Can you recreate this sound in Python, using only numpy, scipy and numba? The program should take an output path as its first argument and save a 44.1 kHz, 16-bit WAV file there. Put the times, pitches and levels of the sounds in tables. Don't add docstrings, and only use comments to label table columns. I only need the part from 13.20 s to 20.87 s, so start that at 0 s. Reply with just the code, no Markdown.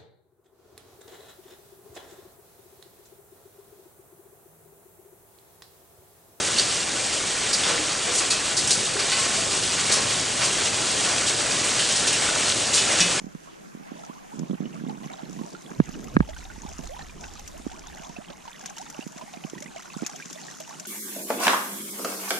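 import sys
import numpy as np
from scipy import signal
from scipy.fft import rfft, irfft, next_fast_len
from scipy.io import wavfile
from scipy.ndimage import uniform_filter1d, minimum_filter1d
from numba import njit

SR = 44100
rng = np.random.default_rng(int(sys.argv[2]) if len(sys.argv) > 2 else 0)


def log_audio(samples):
    frames = np.atleast_2d(samples).T
    limited = np.clip(frames, -1, 1)
    pcm = np.round(limited * 32767).astype(np.int16)
    wavfile.write(sys.argv[1], SR, pcm)


N = 338247

# t/s, level/dB
NEARNESS = [(0.0, -58.5), (0.7, -55.5), (1.4, -55.5), (2.3, -55), (5.2, -55), (7.67, -54.5)]
# t/s, lift/dB
GRIT_LIFT = [(0, -2), (1.3, -4), (1.9, -2.5), (2.3, 1), (4.3, 1), (4.8, -1), (5.35, -1), (5.6, 3), (6.0, 0),
             (7.05, 4), (7.67, 4)]
# f/Hz, density/dB
WASH_SPECTRUM = [(110, 2), (176, 8.5), (510, -0.5), (850, -2.5), (1040, -3.5), (1890, -6.5), (3300, -9.5),
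                 (4400, -10.5), (5500, -9), (6500, -5.5), (7500, -10.5), (8300, -13), (10500, -16),
                 (12400, -22.5), (14300, -25), (15400, -45)]
# f/Hz, density/dB
TICK_SPECTRUM = [(600, -50), (1000, -41), (1530, -4.5), (1900, -14), (3400, -10.5), (4200, -15.5),
                 (5500, -2.5), (6500, 1), (7500, -5.5), (8300, -19), (9500, -16), (12300, -45)]
# f/Hz, correlation/1
PORT_CORRELATION = [(60, 0.46), (130, 0.044), (290, -1.23), (640, -0.44), (1410, 0.2), (3100, 0.87),
                    (6820, 0.38), (9000, 0.3), (15000, 1)]
# f/Hz, left minus right/dB
WATER_PAN = [(60, -0.5), (110, -5.5), (200, 2.5), (380, 2.5), (700, -1.5), (1290, -2.5), (2380, -3.5),
             (4400, -1), (8120, -0.5), (15000, 0)]
# t/s, level/dB, f/Hz
CLEAR_BUBBLES = [(0.835, -40.5, 1320), (1.456, -37.5, 2900), (1.695, -30, 803), (1.832, -40, 665),
                 (1.935, -34.5, 3730), (1.992, -36, 766), (2.189, -36.5, 1000), (2.234, -38, 870),
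                 (2.349, -34, 1370), (2.741, -37.5, 2920), (3.026, -34, 860), (3.089, -28.5, 608),
                 (3.164, -33.5, 1450), (3.252, -39.5, 734), (3.301, -33.5, 1480), (3.36, -37.5, 854),
                 (3.434, -35.5, 896), (3.462, -33, 820), (3.636, -33, 664), (3.765, -32, 955),
                 (3.792, -31.5, 785), (3.811, -35.5, 1800), (3.897, -38.5, 2380), (4.04, -33.5, 2570),
                 (4.194, -37, 800), (4.515, -34.5, 746), (4.638, -41, 1145), (4.819, -36.5, 655),
                 (4.897, -36, 890), (4.965, -32.5, 694), (5.101, -35, 544), (5.253, -37.5, 1013),
                 (5.278, -32.5, 888), (5.41, -40, 1570), (5.459, -39, 690), (5.506, -35.5, 773),
                 (5.57, -36, 910), (5.737, -40.5, 815), (5.781, -35, 830), (5.809, -34, 2700),
                 (5.824, -40.5, 613), (5.826, -35, 2840), (5.928, -42, 880), (6.012, -31, 973),
                 (6.022, -34.5, 618), (6.079, -35.5, 790), (6.137, -30.5, 710), (6.238, -34.5, 764),
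                 (6.352, -37.5, 960), (6.38, -35, 1870), (6.421, -34, 572), (6.422, -36.5, 2090),
                 (6.461, -34, 1950), (6.561, -29.5, 650), (6.655, -38, 1400), (6.702, -35.5, 2540),
                 (6.79, -35.5, 1380), (6.848, -35, 2500), (6.895, -34, 813), (6.947, -34.5, 695),
                 (7, -31.5, 1580), (7.024, -32, 2350), (7.159, -34.5, 610), (7.185, -37, 1930),
                 (7.283, -34, 1770), (7.403, -30.5, 630), (7.476, -39, 900), (7.51, -36.5, 1090),
                 (7.652, -36, 1455)]
# t/s, length/s, start f/Hz, level/dB
AIR_POCKETS = [(0.892, 0.028, 935, -44.5), (1.116, 0.023, 810, -43), (3.693, 0.061, 503, -36),
               (4.034, 0.013, 1470, -40.5), (4.339, 0.027, 560, -40.5), (4.525, 0.035, 875, -45),
               (4.962, 0.0098, 2520, -38.5), (4.981, 0.045, 540, -41.5), (5.596, 0.032, 720, -36),
               (6.235, 0.012, 2480, -46)]
# t/s, level/dB, f/Hz
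DROPS = [(1.3106, -41, 3300), (1.3448, -42.5, 2960), (2.0527, -42, 4080), (2.3281, -41, 4600),
         (2.463, -37, 3300), (3.252, -36, 3650), (3.5174, -40, 2570), (3.6721, -37, 4100),
         (3.736, -38, 3160), (3.8227, -34.5, 4040), (4.5506, -45, 3000), (4.6384, -42, 3270),
         (4.6827, -38, 3600), (4.7451, -42, 4140), (4.8469, -36.5, 3400), (5.0474, -37.5, 2730),
         (5.0844, -37, 3110), (5.1287, -42, 3710), (5.359, -45, 3000), (5.383, -43, 2800),
         (5.4859, -45, 2860), (5.5735, -33.5, 2840), (5.664, -39, 3580), (5.7455, -33.5, 2700),
         (5.8394, -41, 4610), (5.9785, -42, 3680), (6.173, -37, 2350), (6.239, -32, 2940),
         (6.298, -41, 3120), (6.347, -45, 3280), (6.48, -37, 2430), (6.5194, -44, 3930),
         (6.6553, -43, 2370), (6.7494, -53, 4290), (6.9294, -47, 4430), (6.9894, -44, 2360),
         (7.0794, -52, 4710), (7.156, -37.5, 3460), (7.237, -36, 4220), (7.3203, -43, 4170),
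         (7.3494, -53, 4210), (7.4485, -38, 2760), (7.545, -40, 2920), (7.6294, -43.5, 4170)]
# t/s, level/dB, top band re level/dB
CLEAR_TICKS = [(1.1925, -32, -25), (2.1296, -36.5, -30), (2.8105, -45, -24), (2.8419, -37, -12),
               (3.181, -36, -28), (3.2415, -37, -22), (3.4883, -36.5, -20), (3.5835, -33.5, -27),
               (3.6381, -36, -28), (3.6725, -33, -31), (4.0103, -35, -27), (4.0795, -37, -30),
               (4.0934, -39, -25), (4.1255, -41, -22), (4.1365, -37, -18), (4.1939, -36, -14),
               (4.2767, -28.5, -20), (4.3765, -39.5, -10), (4.5186, -36, -29), (4.593, -32.5, -32),
               (4.6706, -33.5, -30), (4.7591, -42, -21), (4.7855, -41, -22), (4.8479, -41, -20),
               (4.893, -37, -24), (5.3936, -35, -26), (5.4114, -34.5, -25), (5.459, -23, -22),
               (5.5014, -36, -23), (5.5674, -33, -21), (5.5825, -27.5, -22), (5.6146, -31, -27),
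               (5.7003, -31, -16), (5.8591, -40, -21), (5.8755, -36, -14), (5.9209, -37, -20),
               (5.9783, -34.5, -22), (6.1315, -37, -24), (6.2986, -29.5, -28), (6.3845, -38, -21),
               (6.403, -34, -17), (6.4244, -30, -21), (6.6009, -39, -22), (6.6228, -35.5, -26),
               (6.782, -37.5, -19), (6.8187, -35, -26), (6.864, -19, -21), (6.8972, -31.5, -27),
               (6.9605, -29, -19), (7.0574, -32.5, -27), (7.1065, -33.5, -17), (7.129, -29, -18),
               (7.2145, -35.5, -22), (7.267, -32.5, -23), (7.3118, -33.5, -23), (7.3714, -39, -14),
               (7.4018, -33, -10), (7.424, -34, -24), (7.4756, -37, -18), (7.493, -34, -16),
               (7.5979, -26, -19), (7.656, -33.5, -21)]
# t/s, level/dB, nominal thud f/Hz, crack re thud/dB
HOUSING_KNOCKS = [(0.014, -26.5, 188, -35), (0.04, -21, 172, -39), (0.064, -23, 208, -35),
                  (0.148, -19, 173, -14.5), (0.547, -22, 197, -32), (0.57, -29.5, 207, -28),
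                  (0.596, -31, 200, -37), (0.607, -30.5, 210, -30), (0.621, -38, 200, -30),
                  (0.715, -21.5, 226, -25), (0.895, -23.5, 215, -22), (2.514, -24.5, 217, -0.5),
                  (2.599, 7.5, 187, -16), (2.689, -21, 203, -10), (2.793, -21, 194, -10),
                  (2.864, -24, 161, -25), (2.965, 14.5, 205, -5), (3.003, 4, 158, -11.5),
                  (3.377, -28, 192, -19), (3.448, -20.5, 183, -26), (3.588, -21, 213, -24),
                  (3.599, -24.5, 180, -19), (4.396, -30, 247, -19), (4.463, -15, 248, -43),
                  (4.797, -28.5, 182, -23), (4.894, -25, 159, -19), (4.983, -23, 219, -24),
                  (5.788, -19, 243, -35), (5.863, -19, 189, -34), (5.959, -28, 205, -22),
                  (6.034, -27.5, 180, -19), (6.169, -27.5, 215, -8), (6.246, -16, 182, -28),
                  (6.331, -23, 317, -23), (6.407, -28.5, 225, -22), (6.456, -27.5, 175, -10),
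                  (6.763, -17, 186, -31), (6.82, -14.5, 218, -28), (6.83, -20, 274, -12),
                  (7.057, -28, 180, -8), (7.109, -31.5, 279, -18)]
# f/Hz, level/dB, t60/s
SHELL_MODES = [(1195, 11.5, 0.0044), (2130, -14, 0.013), (830, -28, 0.0018), (480, -16, 0.006),
               (1576, -6, 0.015), (3030, -20, 0.0019), (4440, -26, 0.0077)]
# f/Hz, gain/dB
FAR_PORT_EQ = [(110, 13), (190, 4.5), (330, 3.5), (600, 10.5)]
# t/s, level/dB
BODY_BUMPS = [(2.592, -33), (2.992, -10)]
# t/s, length/s, first level/dB, last level/dB
MOUNT_CREAKS = [(1.134, 0.039, -27.5, -21), (1.185, 0.047, -19, -14), (1.296, 0.06, -10, -17.5),
                (1.402, 0.077, -12, -25), (1.54, 0.062, -23.5, -24), (1.608, 0.014, -21, -26),
                (1.635, 0.054, -16, -19), (1.701, 0.091, -19, -33), (1.779, 0.08, -30, -20),
                (2.03, 0.015, -20, -43), (2.086, 0.045, -21.5, -24), (2.137, 0.076, -28, -13.5)]
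# t/s, level/dB
RUB_LEVEL = [(0.0, -48), (0.32, -51), (0.96, -49.5), (1.45, -44), (1.75, -44), (2.3, -44), (2.84, -39),
             (3.14, -47.5), (4.6, -48.5), (5.13, -53), (6.0, -51.5), (7.0, -51.5), (7.67, -50.5)]
# t/s, level/dB
GUST_LEVEL = [(0.0, -61), (0.4, -71.5), (2.5, -68), (2.7, -54), (2.9, -49), (3.15, -43.5), (3.68, -45),
              (3.8, -51), (4.5, -50), (4.9, -56.5), (5.15, -66), (7.3, -76), (7.67, -84)]
# f/Hz, density/dB
GUST_SPECTRUM = [(10, -13), (20, 2), (30, -1.5), (50, -1), (75, -2.5), (100, -12.5), (118, -20)]
# f/Hz, level/dB
WHINE_TONE = [(7305, -77)]

TURN_S = 2.84
LEFT_RIGHT = np.array([[1], [-1]])


def creek():
    near_db, grit_db = over_time(NEARNESS), over_time(GRIT_LIFT)
    splash_db = near_db + 1.6 * (near_db - near_db.max()) + 2.5 * walk(25)
    spray_db = splash_db + grit_db
    spurt = walk(15)
    bubble_pan_db = -4 + 5 * (rng.random(len(CLEAR_BUBBLES)) - .5)
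    return (wash(near_db, grit_db, spurt) + drops() + bubbles(splash_db, spray_db, bubble_pan_db)
            + plops(bubble_pan_db) + pockets() + ticks(spray_db, grit_db + 5 * spurt))


def wash(near_db, grit_db, spurt):
    out, swell = 0, walk(3.33)
    grid_hz = np.arange(1, SR / 2, 5.)
    density = lambda hz: undb(over_hz(WASH_SPECTRUM, hz))
    mid_power = np.sum(density(grid_hz[300:800]) ** 2)
    for centre_hz in 130 * 2 ** np.arange(0, 7.2, .5):
        band = lambda hz: np.cos(np.pi * np.clip(np.log2(hz / centre_hz + 1e-9), -.5, .5)) * density(hz)
        band_db = 10 * np.log10(np.sum(band(grid_hz) ** 2) / mid_power)
        port_db = LEFT_RIGHT * over_hz(WATER_PAN, centre_hz) / 2
        lift_db = (grit_db + .78 * spurt) * (centre_hz > 4000) * (.47 if centre_hz > 9000 else .75)
        out = out + undb(band_db + port_db + swell + 2.07 * walk(22) + lift_db) * hiss(band)
    return out * undb(near_db - 3.5)


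def bubbles(splash_db, spray_db, pan_db):
    t_s, db, hz = np.transpose(CLEAR_BUBBLES)
    t60_s = .061 * (hz / 1000) ** -.61
    glide, side = rng.random((len(t_s), 2)).T
    clear = rings(t_s, db, hz, t60_s, .447 * glide, pan_db, port_lag(hz, side - .5), rise_cycles=.28)
    shade_db = -5 * np.clip(1 - np.arange(N) / SR / TURN_S, 0, 1) ** .5
    gurgle = swarm(splash_db + .38 * shade_db + 8, 596, 1145, per_s=140, scatter_db=3.5, cycles=39.8)
    fizz = swarm(splash_db + shade_db + 9.5, 1163, 4210, per_s=280, scatter_db=4, cycles=23.7)
    spit = swarm(spray_db + shade_db + 3, 5010, 7460, per_s=420, scatter_db=7, cycles=18)
    return clear + gurgle + fizz + spit


def swarm(level_db, lo_hz, hi_hz, per_s, scatter_db, cycles):
    when, pitch, size, decay, side, glide = rng.random((int(per_s * N / SR), 6)).T
    at = onsets(3 * walk(10), .9999 * when)
    hz = lo_hz * (hi_hz / lo_hz) ** pitch
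    db = level_db[at] - scatter_db * np.log(1 - .93 * size) - .29 * np.log2(hz / lo_hz)
    t60_s = cycles * (.5 + decay) / hz
    pan_db = over_hz(WATER_PAN, hz) + 8 * (side - .5)
    return rings(at / SR, db, hz, t60_s, .28 * glide, pan_db, port_lag(hz, side - .5), rise_cycles=.66)


def plops(pan_db):
    t_s, bubble_db, _ = np.transpose(CLEAR_BUBBLES)
    db = bubble_db - 14 + 3 * rng.standard_normal(len(t_s))
    t60_s = np.full(len(t_s), .052)
    return bursts((t_s * SR).astype(int), db, t60_s, pan_db, bell(2700, octaves=.78), rise_s=.00028)


def drops():
    return rings(*np.transpose(DROPS), t60_s=.017, glide=.16, pan_db=-4.5, lag_rad=.1, rise_cycles=.45)


def pockets(octaves_per_s=14.4):
    out = np.zeros((2, N))
    port_db = np.array([[-3.5], [2.5]])
    for t_s, length_s, from_hz, db in AIR_POCKETS:
        to_hz = from_hz * 2 ** (octaves_per_s * length_s)
        at, progress = int(t_s * SR), np.linspace(0, 1, int(length_s * SR))
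        phase = 2 * np.pi * np.cumsum(from_hz + (to_hz - from_hz) * progress ** 1.69) / SR
        lag_rad = np.array([[0], [port_lag(from_hz, 1)]])
        envelope = undb(db + port_db) * np.sin(np.pi * progress) ** .13
        out[:, at:at + len(progress)] += envelope * np.sin(phase + lag_rad)
    return out


def ticks(spray_db, grit_db, faint_count=700, crackle_count=500):
    t_s, clear_db, top_db = np.transpose(CLEAR_TICKS)
    clear_at, clear_count = (t_s * SR).astype(int), len(t_s)
    clear_t60_s = .019 + .001 * (clear_db + top_db + 63.5)
    density_db = .4 * grit_db

    when, size, decay, side = rng.random((faint_count + clear_count, 4)).T
    at = onsets(density_db, when[:faint_count])
    db = np.r_[clear_db - 3.5, spray_db[at] + 1.5 - 4.5 * np.log(1 - .97 * size[:faint_count])]
    t60_s = np.r_[clear_t60_s, .013 * (.6 + decay[:faint_count])]
    colour = lambda hz: undb(over_hz(TICK_SPECTRUM, hz))
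    patter = bursts(np.r_[clear_at, at], db, t60_s, .5 + 5 * (side - .5), colour, rise_s=.0001)

    when, size, decay, side = rng.random((crackle_count + clear_count, 4)).T
    at = onsets(density_db, when[clear_count:])
    db = np.r_[clear_db + top_db, spray_db[at] - 29 - 9 * np.log(1 - .99 * size[clear_count:])]
    t60_s = np.r_[clear_t60_s, .0066 * (.5 + decay[clear_count:])]
    top_band = lambda hz: np.exp(-.5 * ((hz - 11500) / 2600) ** 4)
    crackle = bursts(np.r_[clear_at, at], db, t60_s, 8 * (side - .5), top_band, rise_s=.00081)
    return patter + crackle


def turn(water, wide_db=5, narrow_db=-.5, spray_pan_db=4.5):
    turned = np.clip(np.arange(N) / SR / TURN_S, 0, 1) ** 4
    side = shaped((water[0] - water[1]) / 2, bell(1050, octaves=2.2))
    spray = shaped(water, bell(7600, octaves=.17))
    side_gain = undb(wide_db + (narrow_db - wide_db) * turned)
    spray_gain = undb(LEFT_RIGHT * spray_pan_db / 2 * turned)
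    return water + LEFT_RIGHT * (side_gain - 1) * side + (spray_gain - 1) * spray


def knocks(t_s, db, hz, crack_db, pan_db, rise_cycles, jolt_above_db=-5):
    hard = db > jolt_above_db
    jolts = rings(t_s[hard] + .00218, db[hard], 1.3 * hz[hard], t60_s=.02, glide=-1.03,
                  pan_db=pan_db, lag_rad=.94, rise_cycles=.45)
    taps = rings(t_s[~hard] + .00258, db[~hard], 1.155 * hz[~hard], t60_s=.021, glide=-.5,
                 pan_db=pan_db, lag_rad=1.5, rise_cycles=rise_cycles)
    left, right = jolts - taps
    out = np.array([shaped(left, lambda hz: undb(over_hz(FAR_PORT_EQ, hz))), right])
    for mode_hz, mode_db, t60_s in SHELL_MODES:
        out += rings(t_s + .00182, db + crack_db + mode_db, mode_hz, t60_s, glide=.11,
                     pan_db=1, lag_rad=-2.07, rise_cycles=.98)
    return out


def boom():
    return rings(*np.transpose(BODY_BUMPS), hz=59.3, t60_s=.13, glide=-.31,
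                 pan_db=-2.7, lag_rad=.41, rise_cycles=.33)


def creak(slips_per_s=92.4, thud_hz=185):
    t_s, length_s, first_db, last_db = np.transpose(MOUNT_CREAKS)[:, :, None]
    timing, size, pitch = rng.standard_normal((len(MOUNT_CREAKS), 16, 3)).transpose(2, 0, 1)
    gap_s = np.exp(.17 * timing) / slips_per_s
    since_s = np.cumsum(gap_s, axis=1) - gap_s[:, :1]
    on = since_s <= length_s
    db = first_db + (last_db - first_db) * since_s / length_s + 2 * size
    hz = thud_hz * np.exp(.18 * pitch)
    return knocks((t_s + since_s)[on], db[on], hz[on], crack_db=-44, pan_db=-13.5, rise_cycles=.51)


def rub():
    noise = shaped(rng.standard_normal((3, N)), lambda hz: 1 / (1 + (hz / 300) ** 3))
    grumble = (noise[:2] + .5 * noise[2]) / np.std(noise)
    return undb(over_time(RUB_LEVEL) + 4.8 * walk(40) + np.array([[-4], [1]])) * grumble


def gust():
    noise = shaped(rng.standard_normal((3, N)), lambda hz: undb(over_hz(GUST_SPECTRUM, hz)) * (hz < 120))
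    rumble = (1.03 * noise[:2] + noise[2]) / np.std(noise)
    return undb(over_time(GUST_LEVEL) + 1.5 * walk(8.3) + np.array([[-1.5], [1]])) * rumble


def whine():
    (hz, db), = WHINE_TONE
    return np.sqrt(2) * undb(db) * np.sin(2 * np.pi * hz * np.arange(N) / SR) * np.array([[1.4], [0]])


def undb(db):
    return 10 ** (np.asarray(db) / 20)


def over_time(table):
    return np.interp(np.arange(N) / SR, *np.transpose(table))


def over_hz(table, hz):
    table_hz, values = np.transpose(table)
    return np.interp(np.log(hz + 1e-9), np.log(table_hz), values)


def bell(centre_hz, octaves):
    return lambda hz: np.exp(-.5 * (np.log2(hz / centre_hz + 1e-9) / octaves) ** 2)


def shaped(x, gain):
    size = next_fast_len(N + 4096)
    return irfft(rfft(x, size) * gain(np.arange(size // 2 + 1) * SR / size), size)[..., :N]


def walk(rate_hz):
    hold = int(SR / rate_hz)
    steps = np.repeat(rng.standard_normal(N // hold + 1), hold)
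    return 1.3 * uniform_filter1d(uniform_filter1d(steps, hold), hold)[:N]


def onsets(density_db, draws):
    share = np.cumsum(undb(density_db))
    return np.searchsorted(share, draws * share[-1])


def port_lag(hz, side):
    return np.sign(side) * np.arccos(np.clip(over_hz(PORT_CORRELATION, hz), -1, 1))


def hiss(colour):
    correlation = lambda hz: np.clip(over_hz(PORT_CORRELATION, hz), -.9, .7)
    mid = shaped(rng.standard_normal(N), lambda hz: colour(hz) * np.sqrt(1 + correlation(hz)))
    side = shaped(rng.standard_normal(N), lambda hz: colour(hz) * np.sqrt(1 - correlation(hz)))
    pair = np.array([mid + side, mid - side])
    return pair / np.sqrt(np.mean(pair ** 2))


def bursts(starts, db, t60_s, pan_db, colour, rise_s):
    power = np.zeros((2, N + SR // 10))
    for at, level_db, decay_s, pan in zip(starts, db, t60_s, pan_db):
        i = np.arange(int(decay_s * SR))
        envelope = 1000. 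** (-i / (decay_s * SR)) * (1 - np.exp(-i / (rise_s * SR)))
        power[:, at + i] += (undb(level_db + LEFT_RIGHT * pan / 2) * envelope) ** 2
    return np.sqrt(power[:, :N]) * hiss(colour)


def rings(t_s, db, hz, t60_s, glide, pan_db, lag_rad, rise_cycles):
    columns = np.broadcast_arrays(t_s, db, hz, t60_s, glide, pan_db, lag_rad)
    t_s, db, hz, t60_s, glide, pan_db, lag_rad = (1. * column for column in columns)
    left, right = undb(db + pan_db / 2), undb(db - pan_db / 2)
    return sum_rings((t_s * SR).astype(np.int64), hz, t60_s, glide, left, right, lag_rad, rise_cycles)


@njit
def sum_rings(starts, hz, t60_s, glide, left, right, lag_rad, rise_cycles):
    out = np.zeros((2, N))
    for e, at in enumerate(starts):
        count, phase = int(t60_s[e] * SR), 0.
        for i in range(min(count, N - at)):
            phase += 2 * np.pi * hz[e] * (1 + glide[e] * i / count) / SR
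            envelope = np.exp(-np.log(1000) * i / count) * (1 - np.exp(-i * hz[e] / (rise_cycles * SR)))
            out[0, at + i] += left[e] * envelope * np.sin(phase)
            out[1, at + i] += right[e] * envelope * np.sin(phase + lag_rad[e])
    return out


def scene(cut_hz=114.2, cut_db=-59):
    water = turn(creek())
    housing = knocks(*np.transpose(HOUSING_KNOCKS), pan_db=-15.5, rise_cycles=.37) + creak() + rub()
    bass_cut = lambda hz: undb(cut_db / (1 + (hz / cut_hz) ** 14))
    return shaped(water + housing, bass_cut) + boom() + gust() + whine()


def record(dry, limit=.92, release_s=.019, top_hz=15500):
    peak = -minimum_filter1d(-np.abs(dry).max(axis=0), size=200)
    needed_log_gain = np.log(np.minimum(1, limit / (peak + 1e-9)))
    pole = np.exp(-1 / (release_s * SR))
    release_tail = signal.lfilter([3 * (1 - pole)], [1, -pole], needed_log_gain)
    gain = np.exp(uniform_filter1d(np.minimum(needed_log_gain, release_tail), size=100))
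    return signal.sosfilt(signal.ellip(10, .2, 70, top_hz, fs=SR, output="sos"), dry * gain)


dry = scene()
out = record(dry)
log_audio(out)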